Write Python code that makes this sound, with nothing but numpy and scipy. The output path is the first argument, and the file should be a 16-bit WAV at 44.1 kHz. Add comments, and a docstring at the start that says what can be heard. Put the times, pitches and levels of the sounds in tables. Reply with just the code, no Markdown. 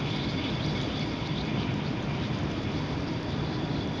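"""Lithium fizzing on water.

A piece of lithium skates on water in a glass beaker, giving off hydrogen. The gas leaves in short
sizzles that climb in pitch, over a bed of tiny bursting bubbles and a few sharper pops. These excite
the beaker's resonances and echo off nearby walls. Ventilation rushes steadily underneath."""
import sys
import numpy as np
from scipy import signal
from scipy.fft import rfft, irfft, next_fast_len
from scipy.io import wavfile
from scipy.ndimage import map_coordinates

SR = 44100
rng = np.random.default_rng(int(sys.argv[2]) if len(sys.argv) > 2 else 0)


def log_audio(samples):
    """Write samples as a 16-bit WAV file to the path given in sys.argv[1]."""
    # one column per channel
    frames = np.atleast_2d(samples).T
    # limit to full scale, then quantise
    limited = np.clip(frames, -1, 1)
    pcm = np.round(limited * 32767).astype(np.int16)
    wavfile.write(sys.argv[1], SR, pcm)


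N = 176400

# Spectrum of the rushing air. Each row: frequency in Hz, relative density in dB.
AIR_SPECTRUM = [(20, -24), (40, -15.5), (70, -5.5), (110, -0.5), (200, -5), (300, -8), (400, -9.5),
                (550, -14.5), (850, -18.5), (1200, -21.5), (2000, -24), (3000, -33), (4200, -38.5),
                (6500, -42.5), (11000, -52)]
# Resonances of duct and hood. Each row: frequency in Hz, width in Hz, gain over the rush in dB.
DUCT_MODES = [(61, 6.7, -6.5), (150.2, 13.8, 1.5), (207, 12.5, 0), (264, 20, 0), (289, 10, 0),
              (311.5, 10.4, 2), (612, 24, -5.5), (693.5, 6.3, -2.5), (763, 50, -5.5), (940, 9.2, 1.5),
              (969, 40, 0.5), (1225, 18, -5)]
# Spectra of the two fizz bands. Each row: frequency in Hz, relative density in dB.
FIZZ_MID_SPECTRUM = [(500, -21), (1400, -3.5), (2000, -9.5), (2400, 1), (3000, 0.5), (3600, -6.5),
                     (4500, -22.5), (11000, -37.5)]
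FIZZ_TREBLE_SPECTRUM = [(1500, -26), (2900, -3.5), (3600, 1.5), (4100, -2), (5000, -1), (5700, -9),
                        (6600, -12), (11000, -14.5)]
# Strength of the fizz. Each row: time in seconds, middle level in dB, treble level in dB.
FIZZ_LEVELS = [(0, -45.5, -47.5), (.3, -46.5, -47.5), (.57, -46, -49), (.72, -49.5, -45.5),
               (1.05, -46.5, -48.5), (1.4, -47, -50.5), (1.6, -46, -52.5), (2, -48, -51), (2.5, -48, -50.5),
               (2.9, -50, -50), (3.2, -52.5, -51.5), (3.6, -51, -53), (4, -51.5, -51.5)]
# Resonances of the beaker. Each row: frequency in Hz, width in Hz, gain over the direct sound in dB.
BEAKER_MODES = [(2190, 80, -2), (3450, 73, -1.5), (3650, 130, -8), (4170, 65, -6), (4640, 100, -2.5),
                (5750, 90, -4.5), (6940, 54, -3)]
# The beaker's strongest resonances. Each row: frequency in Hz, nominal width in Hz.
RING_MODES = [(2195, 70), (3435, 88), (4660, 100)]
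# How hard the drifting metal drives them. Each row: time in seconds, the three modes' levels in dB.
RING_LEVELS = [(0, -48.5, -46.5, -56), (.5, -50, -46.5, -54), (.85, -49, -45, -55),
               (1.15, -49.5, -49.5, -55.5), (1.5, -55.5, -50, -57), (1.8, -55, -56, -63),
               (2.25, -60, -57, -64), (2.6, -58.5, -54, -64), (2.95, -52, -54.5, -56.5),
               (3.3, -61.5, -52, -56.5), (3.6, -61, -49, -58), (3.82, -61, -48, -57.5),
               (4, -56, -49.5, -60)]
# Spectrum of a stray tick. Each row: frequency in Hz, gain in dB.
TICK_SPECTRUM = [(800, -19.5), (3000, -6), (5500, 1.5), (11000, 0)]
# Spurts of gas. Each row: start and length in seconds, first and last pitch in Hz, full level in dB.
GAS_SPURTS = [(0.048, 0.13, 2900, 3675, -43), (0.177, 0.082, 3400, 4080, -41.5),
              (.283, 0.028, 4300, 4670, -44), (.38, .13, 2700, 3620, -41.5),
              (0.582, 0.082, 2900, 4950, -43.5), (0.67, 0.046, 4000, 4490, -43),
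              (0.753, 0.023, 3500, 4080, -47), (.797, .025, 3300, 3640, -37),
              (0.879, .11, 3000, 3710, -41.5), (0.995, 0.045, 4100, 4800, -45.5),
              (1.08, 0.057, 4600, 5070, -51), (1.182, .1, 2600, 4380, -47),
              (1.349, 0.071, 3500, 3780, -40.5), (1.47, .17, 2150, 3900, -44.5),
              (1.667, 0.052, 2300, 2730, -43), (1.779, 0.11, 2400, 4820, -47),
              (1.933, 0.097, 2200, 3890, -51), (2.06, .215, 2250, 3890, -48), (2.3, 0.093, 2400, 3100, -53),
              (2.438, 0.12, 2300, 3090, -51), (2.687, .11, 2900, 5160, -51),
              (3.068, 0.024, 4400, 5150, -45.5), (3.304, 0.05, 3300, 3780, -45),
              (3.422, .15, 4000, 4440, -49.5), (3.689, 0.15, 3900, 4300, -49),
              (3.965, .05, 3900, 4120, -49)]
# Larger bubbles bursting. Each row: start in seconds, level in dB, pitch in Hz.
LARGE_BUBBLES = [(0.163, -29.5, 5200), (0.501, -31, 5200), (0.663, -30, 5900), (.735, -33, 5400),
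                 (.815, -31, 6500), (.824, -28, 6700), (.995, -31, 6500), (1.274, -31, 5800),
                 (1.416, -39, 6200), (1.621, -38, 5200), (1.741, -32, 5500), (2.027, -32.5, 6400),
                 (2.388, -32, 6600), (2.435, -35, 6900), (2.516, -33, 6200), (2.634, -37, 6900),
                 (2.719, -35, 5300), (3.135, -36, 5800), (3.231, -32, 5300), (3.875, -33, 5750)]
# Treble response of the recorder. Each row: frequency in Hz, gain in dB.
TREBLE_RESPONSE = [(6000, 0), (7000, -7.5), (7400, -19.5), (7900, -43), (8300, -37), (8900, -15.5),
                   (9600, -16), (10400, -23), (11000, -30.5)]


def amp(db):
    """Amplitude ratio of a level in dB."""
    return 10 ** (np.asarray(db) / 20)


def unit(x):
    """The signal scaled to an rms of 1."""
    return x / np.sqrt(np.mean(x ** 2) + 1e-20)


def colour(spectrum, hz):
    """Gain at hz, interpolated in dB along a logarithmic frequency axis."""
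    f, db = np.transpose(spectrum)
    return amp(np.interp(np.log(hz + 1), np.log(f + 1), db))


def curves(rows):
    """Linear interpolation, sample by sample, of each column after the time."""
    times, *columns = np.transpose(rows)
    return [np.interp(np.arange(N) / SR, times, column) for column in columns]


def wobble(knots_per_s):
    """A smooth curve through Gaussian random values."""
    knots = rng.standard_normal(int(N * knots_per_s / SR) + 4)
    return map_coordinates(knots, [np.arange(N) * knots_per_s / SR])


def filtered(x, response):
    """Linear filtering: the spectrum of x is multiplied by a frequency response."""
    size = next_fast_len(N + SR // 2)
    return irfft(rfft(x, size) * response(np.fft.rfftfreq(size, 1 / SR)), size)[:N]


def resonance(f, hz, width):
    """Response of a damped oscillator, unity at its natural frequency hz."""
    return 1j * f * width / (hz * hz - f * f + 1j * f * width)


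def body(f, modes, lead_rad=0):
    """Superposition of the direct sound and a set of modes, advanced in phase by lead_rad."""
    return 1 + np.exp(1j * lead_rad) * sum(amp(db) * resonance(f, hz, width) for hz, width, db in modes)


def add(track, start_s, sound):
    """Mix a sound into the track from start_s on."""
    part = track[max(round(start_s * SR), 0):][:len(sound)]
    part += sound[:len(part)]


def ventilation(level_db=-30.5, waver_db=-0.52):
    """Moving air makes broadband noise, which the duct's resonances colour."""
    air = filtered(rng.standard_normal(N), lambda f: colour(AIR_SPECTRUM, f) * body(f, DUCT_MODES))
    return unit(air) * amp(level_db + waver_db * wobble(6.9))


def beaker_response(f):
    """Interference: the beaker's modes add to the direct sound with a phase lead."""
    return body(f, BEAKER_MODES, lead_rad=0.9)


def fizz(bubbles_per_s=2500, spread_db=2.5, hiss_db=-2.5, flutter_db=1.4):
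    """Shot noise: thousands of tiny bubbles burst at random, and the smallest merge into hiss."""
    out = np.zeros(N)
    for spectrum, level_db in zip((FIZZ_MID_SPECTRUM, FIZZ_TREBLE_SPECTRUM), curves(FIZZ_LEVELS)):
        strengths = amp(spread_db * np.minimum(rng.exponential(size=N), 5)) * rng.choice([-1, 1], N)
        bursts = unit(strengths * (rng.random(N) < bubbles_per_s / SR))
        hiss = amp(hiss_db) * rng.standard_normal(N)
        band = filtered(bursts + hiss, lambda f: colour(spectrum, f) * beaker_response(f))
        out += unit(band) * amp(level_db + flutter_db * wobble(35))
    return out


def beaker_ringing(flutter_db=2.5):
    """Forced resonance: noise, standing for the fizz, drives three modes that flare and fade."""
    out = np.zeros(N)
    flare = amp(flutter_db * wobble(28.05))
    for (hz, width), level_db in zip(RING_MODES, curves(RING_LEVELS)):
        ring = filtered(rng.standard_normal(N), lambda f: resonance(f, hz, 2 * width) ** 2)
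        out += unit(ring * flare) * amp(level_db)
    return out


def ticks(ticks_per_s=19, level_db=-34, spread_db=1.5):
    """A Poisson process: now and then a single small bubble stands out of the fizz."""
    onsets = rng.random(N) < ticks_per_s / SR
    strengths = amp(level_db + spread_db * np.clip(rng.standard_normal(N), -2, 2))
    return filtered(onsets * strengths, lambda f: colour(TICK_SPECTRUM, f))


def sizzles(half_width_hz=550, rough_db=1.5, glide_power=1.3, swell_db=3.5, ramp_s=0.0071):
    """Narrow-band noise on a rising carrier: each spurt of gas swells, climbs and breaks off."""
    def slow_noise():
        return unit(filtered(rng.standard_normal(N), lambda f: 1 / (1 + (f / half_width_hz) ** 2)))

    out = np.zeros(N)
    flow = (slow_noise() + 1j * slow_noise()) * amp(rough_db * wobble(150))
    for start, length, first_hz, last_hz, db in GAS_SPURTS:
        t = np.arange(int(length * SR)) / SR
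        hz = first_hz * (last_hz / first_hz) ** ((t / length) ** glide_power)
        carrier = np.exp(2j * np.pi * np.cumsum(hz) / SR)
        hiss = (np.roll(flow, -round(start * SR))[:len(t)] * carrier).real
        gate = np.clip(np.minimum(t, length - t) / ramp_s, 0, 1)
        swell = amp(db + swell_db * (t / length - 1))
        add(out, start, gate * swell * hiss)
    return out


def pops(ping_t60_s=0.0062, crack_t60_s=0.0098, crack_db=-1.5):
    """Damped oscillation: a larger bubble bursts with a very short ping and a dry crack of noise."""
    out = np.zeros(N)
    t = np.arange(SR // 20) / SR
    for start, db, hz in LARGE_BUBBLES:
        ping = np.sin(2 * np.pi * hz * t) * amp(-60 * t / ping_t60_s)
        crack = np.diff(rng.standard_normal(len(t) + 1)) * amp(crack_db - 60 * t / crack_t60_s)
        add(out, start, amp(db) * (ping + crack) / 2)
    return out


def walls(direct, echo_db=-9, t60_s=0.13):
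    """Reverberation: reflections from the bench and nearby walls form a short, diffuse tail."""
    t = np.arange(SR // 5) / SR
    tail = rng.standard_normal(len(t)) * amp(-60 * t / t60_s)
    echo = signal.fftconvolve(direct, tail / np.linalg.norm(tail))[:N]
    return (direct + amp(echo_db) * echo) / np.hypot(1, amp(echo_db))


def scene():
    """Superposition: the reaction in its beaker adds to the rush of the ventilation."""
    transients = filtered(sizzles() + pops() + ticks(), beaker_response)
    return (walls(transients + fizz()) + beaker_ringing() + ventilation())[None]


def record(dry, limit_hz=11200):
    """Band limiting: the recorder dulls the treble and passes nothing above its limit."""
    return filtered(dry[0], lambda f: colour(TREBLE_RESPONSE, f) * (f < limit_hz))[None]


dry = scene()
out = record(dry)
log_audio(out)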